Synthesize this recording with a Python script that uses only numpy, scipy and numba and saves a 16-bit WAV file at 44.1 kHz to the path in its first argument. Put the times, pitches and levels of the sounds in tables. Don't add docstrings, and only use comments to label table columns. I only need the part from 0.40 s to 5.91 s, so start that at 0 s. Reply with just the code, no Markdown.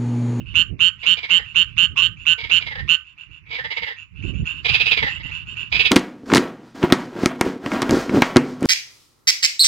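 import sys
import numpy as np
from scipy import signal
from scipy.fft import rfft, irfft, next_fast_len
from scipy.io import wavfile
from scipy.ndimage import uniform_filter1d, minimum_filter1d
from numba import njit

SR = 44100
rng = np.random.default_rng(int(sys.argv[2]) if len(sys.argv) > 2 else 0)


def pcm_store(signal):
    levels = np.round(np.clip(np.atleast_2d(signal), -1, 1) * 32767)
    wavfile.write(sys.argv[1], SR, levels.astype(np.int16).T)


def attenuation_scalar(level_db):
    decades = np.asarray(level_db, float) / 20
    return 10 ** decades


N = 242991

# start_s, throat_db, throat_hz
TRILL = [(0.631, -28.5, 2340), (0.664, -30.5, 2420), (0.709, -33, 2398), (0.773, -27, 2410),
         (0.834, -26, 2280), (0.891, -28.5, 2189), (0.935, -34.5, 2060), (0.987, -33, 1900),
         (1.019, -52.5, 1790), (1.982, -28.5, 2308), (2.001, -31.5, 2314), (2.038, -28, 2220),
         (2.097, -27.5, 2388), (2.158, -30, 2410), (2.211, -27.5, 2360), (2.265, -27.5, 2240),
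         (2.311, -31.5, 1950), (2.354, -32, 1842), (2.386, -31, 1900), (3.058, -56, 2047),
         (3.084, -47, 2334), (3.108, -30.5, 2323), (3.129, -27, 2324), (3.148, -27.5, 2251),
         (3.187, -29.5, 1803), (3.244, -26.5, 1950), (3.306, -24, 2153), (3.367, -24.5, 2197),
         (3.422, -25, 2130), (3.469, -26.5, 1975), (3.502, -34, 1916), (3.535, -62, 1894)]
# start_s, throat_db, throat_hz
CLOSE_TRILL = [(4.249, -16, 2401), (4.286, -15.5, 2542), (4.339, -13, 2595), (4.401, -14.5, 2619),
               (4.461, -16, 2639), (4.515, -15, 2600), (4.573, -16.5, 2278), (4.626, -20, 1946),
               (4.665, -21.5, 1896), (4.76, -40.5, 2066), (4.799, -38, 2068), (4.846, -39, 2002),
               (4.887, -41.5, 2088), (4.926, -63, 1940), (5.322, -19, 2438), (5.348, -16, 2513),
               (5.396, -14, 2611), (5.451, -13.5, 2600), (5.504, -32, 2525)]
# frequency_hz,
# left_minus_right_db
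TRILL_SHADOW = [(400, 2), (700, 1.5), (1300, -3), (2400, -8), (4400, -16), (5200, -18), (6000, -36),
                (15000, -30)]
# frequency_hz, gain_db
BEEP_ECHO = [(800, -19.5), (1200, 21.5), (2900, 8), (4500, -1.5), (7000, 6)]


def spread(points, hz):
    at, db = np.transpose(points)
    return attenuation_scalar(np.interp(np.log(hz + 1), np.log(at), db))


def colour(x, points, lead_s=0.):
    size = next_fast_len(N + 4096)
    hz = np.arange(size // 2 + 1) * SR / size
    response = spread(points, hz) * np.exp(2j * np.pi * hz * lead_s)
    return irfft(rfft(x, size) * response, size)[..., :N]


def unit(x):
    return x / np.sqrt(np.mean(x ** 2, axis=-1, keepdims=True))


def ring(x, hz, width_hz):
    b, a = signal.iirpeak(hz, hz / (1.55 * width_hz), SR)
    return signal.lfilter(b, a, signal.lfilter(b, a, x))


def walk(rate):
    k = int(SR / rate)
    held = np.repeat(rng.standard_normal((2, N // k + 1)), k, axis=1)
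    return uniform_filter1d(held, k)[:, :N]


def scatter(x, t60, late_s, late_db):
    t = np.arange(int(.3 * SR)) / SR
    grass = attenuation_scalar(-60 * t / t60) * (t > .002)
    bank = attenuation_scalar(late_db) * np.exp(-((t - late_s) / 0.031) ** 2)
    tail = rng.standard_normal((2, len(t))) * (grass + bank)
    return signal.fftconvolve(x[None], tail / np.sqrt(np.sum(tail ** 2) / 2), axes=1)[:, :N]


def ports(x, wet, shadow, lead_s):
    return np.array([colour(x + wet[0], shadow, lead_s), x + wet[1]])


def add(out, at_s, x):
    i = int(at_s * SR)
    x, i = x[max(-i, 0):], max(i, 0)
    out[i:i + len(x)] += x[:len(out) - i]


def breathy(x, db):
    # frequency_hz, gain_db
    breath = [(700, -30.5), (1000, -15.5), (1800, -10), (3500, -14.5), (5000, -3), (7500, 1), (8300, -23.5),
              (20000, -69)]
    air = unit(colour(rng.standard_normal(N), breath))
    return x + attenuation_scalar(db) * uniform_filter1d(np.abs(x), size=45) * air


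def note(first, last, count, db, hz0, hz1, partials, jitter_s, scatter_db, waver, fresh=1):
    chance = rng.standard_normal((3, count + 4, 1))
    k = np.arange(-2, count + 2)[:, None]
    along = k / max(count - 1, 1)

    start = np.maximum(k, -1.15) / max(count - 1, 1) * (last - first)
    start = start - fresh * .0015 * np.exp(-np.maximum(k, 0) / 1.3) + jitter_s * chance[0] + .015

    swell_db = -np.minimum(12 * np.exp(-k / .95), 27) * fresh - 4 * (k == 0) * fresh
    swell_db = swell_db - 60 * (1 - fresh) * (k < 0) - 7 * (k == -2)
    swell_db = swell_db - np.minimum(8 * np.exp(-(count - 1 - k) / .5), 19) - 2 * along
    swell_db = swell_db + scatter_db * chance[1]

    climb = 1 + (hz0 / hz1 - 1) * 1.1 * np.abs(1 - along) ** 2.4
    climb = climb + np.where(k < 0, -.2 - .56 * (k + 1), -.04 * np.exp(-k / 1.2))
    climb = climb + .08 * (k >= count) * chance[1] + waver * chance[2]
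    quick = 1 - fresh * 0.14 * np.exp(-np.maximum(k, 0) / 2.5)

    t = np.maximum(np.arange(int((last - first + .04) * SR)) / SR - start, 0)
    x = t / .0019
    onset = np.tanh(x) ** 2
    puff = (x * np.exp(1 - x)) ** 3.6 + attenuation_scalar(-17) * onset * np.exp(-t / .004)
    rise_s, fall_s = .0019, .0027
    main = np.clip(np.minimum(t / rise_s, 1 - (t - rise_s) / fall_s), 0, 1)
    main = main + attenuation_scalar(-24) * onset * np.exp(-t / .0045)

    multiples = np.transpose(partials)[0]
    unsteady = np.where(np.abs(multiples - 1) < .04, 1, 2)[:, None, None]
    turn = 2 * np.pi * rng.random((len(partials), 1, 1))
    turn = turn + 60 * waver * unsteady * rng.standard_normal((len(partials), count + 4, 1))
    turn = turn + 2 * np.pi * .26 * k * (along - 1)
    loose = 1 + waver * rng.standard_normal(turn.shape)

    total = 0
    for (m, g_db, sharp, follow), phase, stray in zip(partials, turn, loose):
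        level = attenuation_scalar(swell_db * (0.34 if m < .9 else 1))
        shape = (main if abs(m - 1) < .04 else puff) ** sharp
        bend = (quick if 2.2 < m < 2.8 else climb) ** follow
        slack = stray if m < .9 or 1.1 < m < 2.2 else 1
        tone = np.sin(2 * np.pi * m * hz1 * bend * slack * t + phase)
        total = total + attenuation_scalar(g_db) * np.sum(level * shape * tone, axis=0)
    return attenuation_scalar(db) * total


def neighbours():
    # start_s, end_s, peak_db, end_pitch_hz, top_partial_db
    answers = [(-.03, 0.03, -39, 2880, -7), (0.056, 0.135, -34.5, 2900, -13.5),
               (0.585, 0.65, -32.5, 2890, 1), (1.048, 1.135, -32, 2830, -1), (1.267, 1.35, -41, 2722, -8),
               (1.766, 1.845, -35, 2790, 3), (1.999, 2.08, -40.5, 2805, -2), (2.246, 2.32, -50, 2560, -11),
               (2.644, 2.735, -40.5, 2850, -0.5), (2.777, 2.845, -32.5, 2820, -3),
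               (2.839, 2.88, -43.5, 2770, -8), (2.901, 2.99, -38.5, 2800, -1),
               (3.055, 3.11, -41.5, 2550, -6), (3.326, 3.4, -31.5, 2800, -2.5), (3.433, 3.5, -35, 2900, -4),
               (3.565, 3.64, -32.5, 2753, 4), (3.647, 3.73, -60.5, 2870, 10),
               (3.752, 3.82, -37.5, 2820, -12), (3.824, 3.91, -27.5, 2840, 2.5),
               (3.936, 4.02, -33, 2785, 5.5), (4.054, 4.13, -21, 2830, 2.5), (4.126, 4.21, -29.5, 2860, -2),
               (4.296, 4.38, -18.5, 2900, -7.5), (4.472, 4.53, -20.5, 2980, -4),
               (5.36, 5.44, -23, 2900, -1), (4.68, 4.78, -23.5, 2875, 0), (4.826, 4.9, -28.5, 2860, 1),
               (4.913, 4.985, -21.5, 2823, 0), (4.979, 5.04, -30, 2835, -11),
               (5.063, 5.145, -26.5, 2886, 0.5), (5.163, 5.24, -22, 2820, 0),
               (5.242, 5.285, -28.5, 2840, -10)]
    # multiple_of_end_pitch, level_db, pulse_sharpness, share_of_climb
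    far_sac = [(0.358, -32, 0.7, 0.84), (0.452, -46.5, 1.5, 1.7), (.56, -32, 0.68, 1.6),
               (0.921, -11.5, 0.45, 0.9), (1.001, 1, 1.1, 1.06), (1.252, -20.5, 0.42, 1.2),
               (1.498, -30, 0.42, 0.23), (2.0, -37.5, 1.8, 2.1), (2.502, -29, 0.53, 0.95)]
    # frequency_hz, left_minus_right_db
    far_shadow = [(700, 4), (1300, -2), (2000, -8.5), (2800, -10.5), (4400, -25.5), (8000, -32.5),
                  (15000, -32.5)]
    out = np.zeros(N)
    for first, last, db, hz, top_db in answers:
        sac = [(m, g_db + top_db * (m > 1.9), sharp, follow) for m, g_db, sharp, follow in far_sac]
        count = round((last - first) * 178)
        call = note(first, last, count, db, 0.941 * hz, hz, sac, .0004, 2.2, .014)
        add(out, first - .020, call)
    out = breathy(out, -34)
    wet = attenuation_scalar(-5.5) * scatter(out, 0.11, .055, -39.5)
    return ports(out, colour(wet, BEEP_ECHO), far_shadow, 1 / SR)


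def wind():
    # time_s, level_db
    breeze = [(0, -46.5), (.5, -45.5), (.9, -51), (1.05, -49), (2.5, -49), (2.6, -59), (2.9, -57.5),
              (3.5, -54.5), (3.64, -55), (3.74, -55), (3.8, -39.5), (5.51, -39.5)]
    # middle_s, level_db, half_length_s, left_minus_right_db
    gusts = [(.0, -28.5, 0.044, -45), (0.158, -31.5, 0.072, -11), (0.33, -28, 0.038, -63),
             (0.412, -39.5, 0.056, -33), (0.74, -41, 0.026, -31), (1.016, -39.5, 0.016, -37),
             (1.16, -47, 0.033, -31), (1.392, -40.5, 0.17, -33), (1.534, -40.5, 0.037, 4.5),
             (1.688, -38.5, 0.11, -12.5), (1.912, -43, 0.033, -11), (2.054, -35, 0.022, -22),
             (2.251, -42, 0.13, -28.5), (2.438, -30.5, 0.059, -34.5), (2.914, -48, 0.034, -22),
             (3.111, -48.5, 0.13, -23), (3.255, -51, 0.041, -13), (3.43, -46.5, 0.034, -5.5),
             (3.845, -34.5, 0.045, -47), (3.907, -26, 0.11, -34), (4.021, -26.5, 0.028, -2),
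             (4.313, -29.5, 0.021, -16), (4.415, -44, 0.027, -8), (4.634, -30, 0.033, -11.5),
             (4.857, -29, 0.0061, -20), (5.128, -55.5, 0.036, 7.5), (5.373, -30.5, 0.045, -8)]
    # frequency_hz, gain_db
    rumble_tone = [(20, -45.5), (45, 6.5), (75, 9.5), (130, 6.5), (200, -4.5), (300, -50), (600, -87.5)]
    # frequency_hz, gain_db
    flutter_tone = [(60, -69.5), (150, 5), (230, 4.5), (350, -1), (500, -14.5), (800, -30), (1500, -85)]
    t = np.arange(N) / SR
    air = attenuation_scalar(np.interp(t, *np.transpose(breeze)) + np.array([[-5.5], [0]]))
    for s, db, half, pan_db in gusts:
        i = slice(max(int((s - .2) * SR), 0), int((s + .2) * SR))
        air[:, i] += attenuation_scalar(db + np.array([[pan_db], [0]])) * np.exp(-((t[i] - s) / half) ** 2)
    air = air * attenuation_scalar(1)
    rumble = unit(colour(rng.standard_normal((2, N)), rumble_tone)) * attenuation_scalar(2.2 * walk(20))
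    flutter = unit(colour(rng.standard_normal((2, N)), flutter_tone)) * attenuation_scalar(5.9 * walk(44) - 4)
    return rumble * air + flutter * air ** 1.301


def loudness(x):
    return np.abs(uniform_filter1d(np.abs(x[1]), int(0.051 * SR)))


def night(near, far, trill):
    # frequency_hz, density_db_per_hz
    night_tone = [(180, -47), (300, 11), (620, -32.5), (985, 3), (1720, 2.5), (2730, 19), (3180, -21),
                  (5900, -12), (7320, -35.5), (12000, -24), (15600, -35), (22000, -120)]
    # frequency_hz, gain_db
    haze_tone = [(800, -22.5), (1000, 12.5), (4500, 10), (7300, -9.5), (8200, -4), (9000, -33),
                 (16000, -42)]
    hiss = unit(colour(rng.standard_normal((2, N)), night_tone)) * attenuation_scalar(-71.5 + 2.0 * walk(11.0))
    stir = attenuation_scalar(-43) * loudness(near) + attenuation_scalar(-33.5) * loudness(far)
    stir = stir + attenuation_scalar(-36.5) * loudness(trill) ** 0.94
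    haze = unit(colour(rng.standard_normal((2, N)), haze_tone)) * stir * attenuation_scalar(2.0 * walk(12))
    left, right = (hiss + haze) * attenuation_scalar(13.0)
    return np.array([colour(left, TRILL_SHADOW), right])


def phone_hiss():
    # time_s, level_db
    hiss_level = [
        (3.55, -91),
        (3.85, -80),
    ]
    # frequency_hz, gain_db
    hiss_tone = [(7500, -3.5), (8500, 2.5), (9300, 12.5), (10200, 2.5), (15500, -0.5), (16000, -36.5)]
    db = np.interp(np.arange(N) / SR, *np.transpose(hiss_level))
    hiss = unit(colour(rng.standard_normal((2, N)), hiss_tone))
    return hiss * attenuation_scalar(db + np.array([[-12], [0]]))


def near_frog():
    # first_pulse_s, last_pulse_s, pulse_count, start_pitch_hz, end_pitch_hz
    beeps = [(0.1511, 0.2265, 14, 2730, 2910), (0.4013, 0.4906, 17, 2760, 2970),
             (0.6613, 0.7452, 16, 2770, 2960), (0.9025, 0.9864, 16, 2750, 2970),
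             (1.1551, 1.2339, 15, 2750, 2940), (1.3761, 1.4614, 16, 2760, 2940),
             (1.5682, 1.6163, 10, 2700, 2850), (1.6224, 1.6738, 10, 2900, 2960),
             (1.863, 1.9401, 14, 2720, 2900), (2.1097, 2.189, 15, 2680, 2920),
             (2.4868, 2.5578, 13, 2750, 2900)]
    # multiple_of_end_pitch, level_db, pulse_sharpness, share_of_climb
    near_sac = [(0.413, -37.5, 0.27, 0.71), (0.524, -28, 0.38, 1), (0.622, -32.5, 0.4, 1.3),
                (1.001, 4.5, 1.165, 0.73), (1.219, -16.5, 1.5, 0.28), (1.465, -26.5, 0.36, 0.92),
                (2.001, -35, 1.7, 0.31), (2.421, -27, 0.51, 0.91)]
    fold = [(3.95, -56, .8, .6), (10.7, -50, .7, .9), (10.1, -50, .7, .9)]
    # first_pulse_s, last_pulse_s, pulse_count, level_db, start_pitch_hz,
    # end_pitch_hz
    croak = (1.565, 1.613, 10, -22, 1120, 1225)
    croak_sac = [(.89, -8.5, 0.27, .1), (4.6, -12, 1, 1), (6.95, -23, 1.5, 0.75)]
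    # frequency_hz, left_minus_right_db
    near_shadow = [(700, -13), (1300, -8.5), (2400, -9), (2900, -15), (4400, -22), (8000, -42.5),
                   (15000, -27)]
    calls = []
    for first, last, count, hz0, hz1 in beeps:
        db = -3.5 - 2 * (count < 12)
        calls.append(((first, last, count, db, hz0, hz1), near_sac + fold))
    calls.append((croak, croak_sac))
    out = np.zeros(N)
    for (first, last, count, db, hz0, hz1), sac in calls:
        fresh = hz0 < 2850
        call = note(first, last, round(count), db, hz0, hz1, sac, .00008, .6, .004, fresh)
        add(out, first - .0169, call)
    out = breathy(out, -33)
    wet = attenuation_scalar(-22) * scatter(out, .1, .058, -17)
    return ports(out, colour(wet, BEEP_ECHO), near_shadow, 2 / SR)


@njit
def glide(x, hz, width_hz):
    y, b, l = np.empty(len(x)), 0., 0.
    for i in range(len(x)):
        g, k = np.tan(np.pi * hz[i] / SR), width_hz / hz[i]
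        v = (b + g * (x[i] - l)) / (1 + g * (g + k))
        b, l, y[i] = 2 * v - b, l + 2 * g * v, k * v
    return y


def bursts():
    s, throat_db, hz = np.transpose(TRILL + CLOSE_TRILL)
    gap = np.diff(s, prepend=0, append=N / SR + 1)
    age = s - np.maximum.accumulate(np.where(gap[:-1] > .085, s, 0))
    chest_db = throat_db - 12 - 19.5 * np.log2(hz / 2400)
    sizzle_from_s = .125
    sizzle_db = throat_db + np.where(age > sizzle_from_s, -49 + 57 * (age - sizzle_from_s), -80)
    length = np.minimum(0.44 * gap[1:], 0.014)
    return zip(s, chest_db, throat_db, hz, length, sizzle_db)


def trill_frog():
    # centre_hz, width_hz, level_db
    chest_rings = [
        (467.3, 44, -3),
        (886, 244, 1.5),
    ]
    # centre_hz, width_hz, level_db
    mouth_rings = [(1476, 86, -24.5), (2900, 560, -0.5), (3302, 285, -6.5), (3624, 336, -10.5),
                   (4300, 300, -13.5), (4627, 140, -21), (6300, 490, -14)]
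    # centre_hz, width_hz, level_db
    rasp_rings = [(8350, 900, 0.5), (10470, 710, -2), (12400, 1800, -11.5)]
    # frequency_hz, gain_db
    skin = [(5050, -1.5), (5400, -15.5), (7200, -19), (8200, -31.5), (20000, -82.5)]
    # frequency_hz, gain_db
    trill_echo = [(500, -5), (1100, 6), (2000, 8), (5000, 3)]

    at_s, _, pitch_hz = np.transpose(TRILL + CLOSE_TRILL)
    pitch_hz = np.interp(np.arange(N) / SR, at_s + .014, pitch_hz)
    clicks_hz = pitch_hz / 7 * (1 + .07 * walk(350)[0])
    beats = np.flatnonzero(np.diff(np.floor(np.cumsum(clicks_hz / SR))))
    folds = 0.06 * rng.standard_normal(N)
    folds[beats] += 1.9 * attenuation_scalar(3 * rng.standard_normal(len(beats)))

    chest = unit(sum(attenuation_scalar(db) * unit(ring(folds, hz, w)) for hz, w, db in chest_rings))
    mouth = sum(attenuation_scalar(db) * unit(ring(folds, hz, w)) for hz, w, db in mouth_rings)
    whistle = unit(ring(folds + 0.19 * rng.standard_normal(N), 4850, 120))
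    throat_width_hz = 1.55 * 190
    voice = glide(glide(folds, pitch_hz, throat_width_hz), pitch_hz, throat_width_hz)
    rasp = sum(attenuation_scalar(db) * unit(ring(ring(folds, hz, w), hz, w)) for hz, w, db in rasp_rings)
    sizzle = unit(ring(ring(folds, 15400, 800), 15400, 800))

    out, top = np.zeros((2, N))
    for s, chest_db, throat_db, throat_hz, length, sizzle_db in bursts():
        i = int((s - .006) * SR)
        span = slice(i, min(i + int(.1 * SR), N))
        t = np.arange(span.stop - i) / SR
        attack_s, hold_s, release_s = 0.0098, 0.023, 0.015
        effort = np.clip(t / attack_s, 0, 1) * np.clip((length + hold_s - t) / release_s, 0, 1)
        linger = np.maximum(effort, attenuation_scalar(-9.5) * np.clip(t / .012, 0, 1) * np.exp(-t / 0.048))
        open_db = -3 + 7 * np.log2(throat_hz / 2400) + 0.059 * (throat_db + 16)
        head = linger * unit(voice[span])
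        head = head + attenuation_scalar(open_db) * linger ** 1.09 * mouth[span]
        head = head + attenuation_scalar(open_db - 17) * linger ** 0.77 * whistle[span]
        out[span] += attenuation_scalar(chest_db - 4.5) * effort * chest[span]
        out[span] += attenuation_scalar(throat_db + 3.0) * head
        top[span] += effort * attenuation_scalar(2.2 * throat_db - 24) * rasp[span]
        top[span] += effort * attenuation_scalar(sizzle_db + 1) * sizzle[span]
    out = colour(out, skin) + top
    wet = attenuation_scalar(-9) * scatter(out, .1, .05, -22)
    return ports(out, colour(wet, trill_echo), TRILL_SHADOW, 13 / SR)


def scene():
    frogs = near_frog(), neighbours(), trill_frog()
    return sum(frogs) + wind() + night(*frogs) + phone_hiss()


def low_pass(x):
    return signal.sosfilt(signal.butter(12, 16650, fs=SR, output="sos"), x)


def record(dry):
    # frequency_hz, gain_db
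    mic = [(7600, 0), (8500, -8), (9300, -14), (10200, 0), (15700, 0), (16000, -50)]
    leak = colour(dry ** 2, [(60, -38.0), (170, -21.0), (370, -20.0), (550, -27.5), (900, -55.5)])
    x = colour(dry + leak, mic)
    room_left = np.minimum(1, .99 / (np.abs(x) + 1e-9))
    gain = uniform_filter1d(minimum_filter1d(room_left, size=91), size=91)
    return low_pass(x * gain)


dry = scene()
out = record(dry)
pcm_store(out)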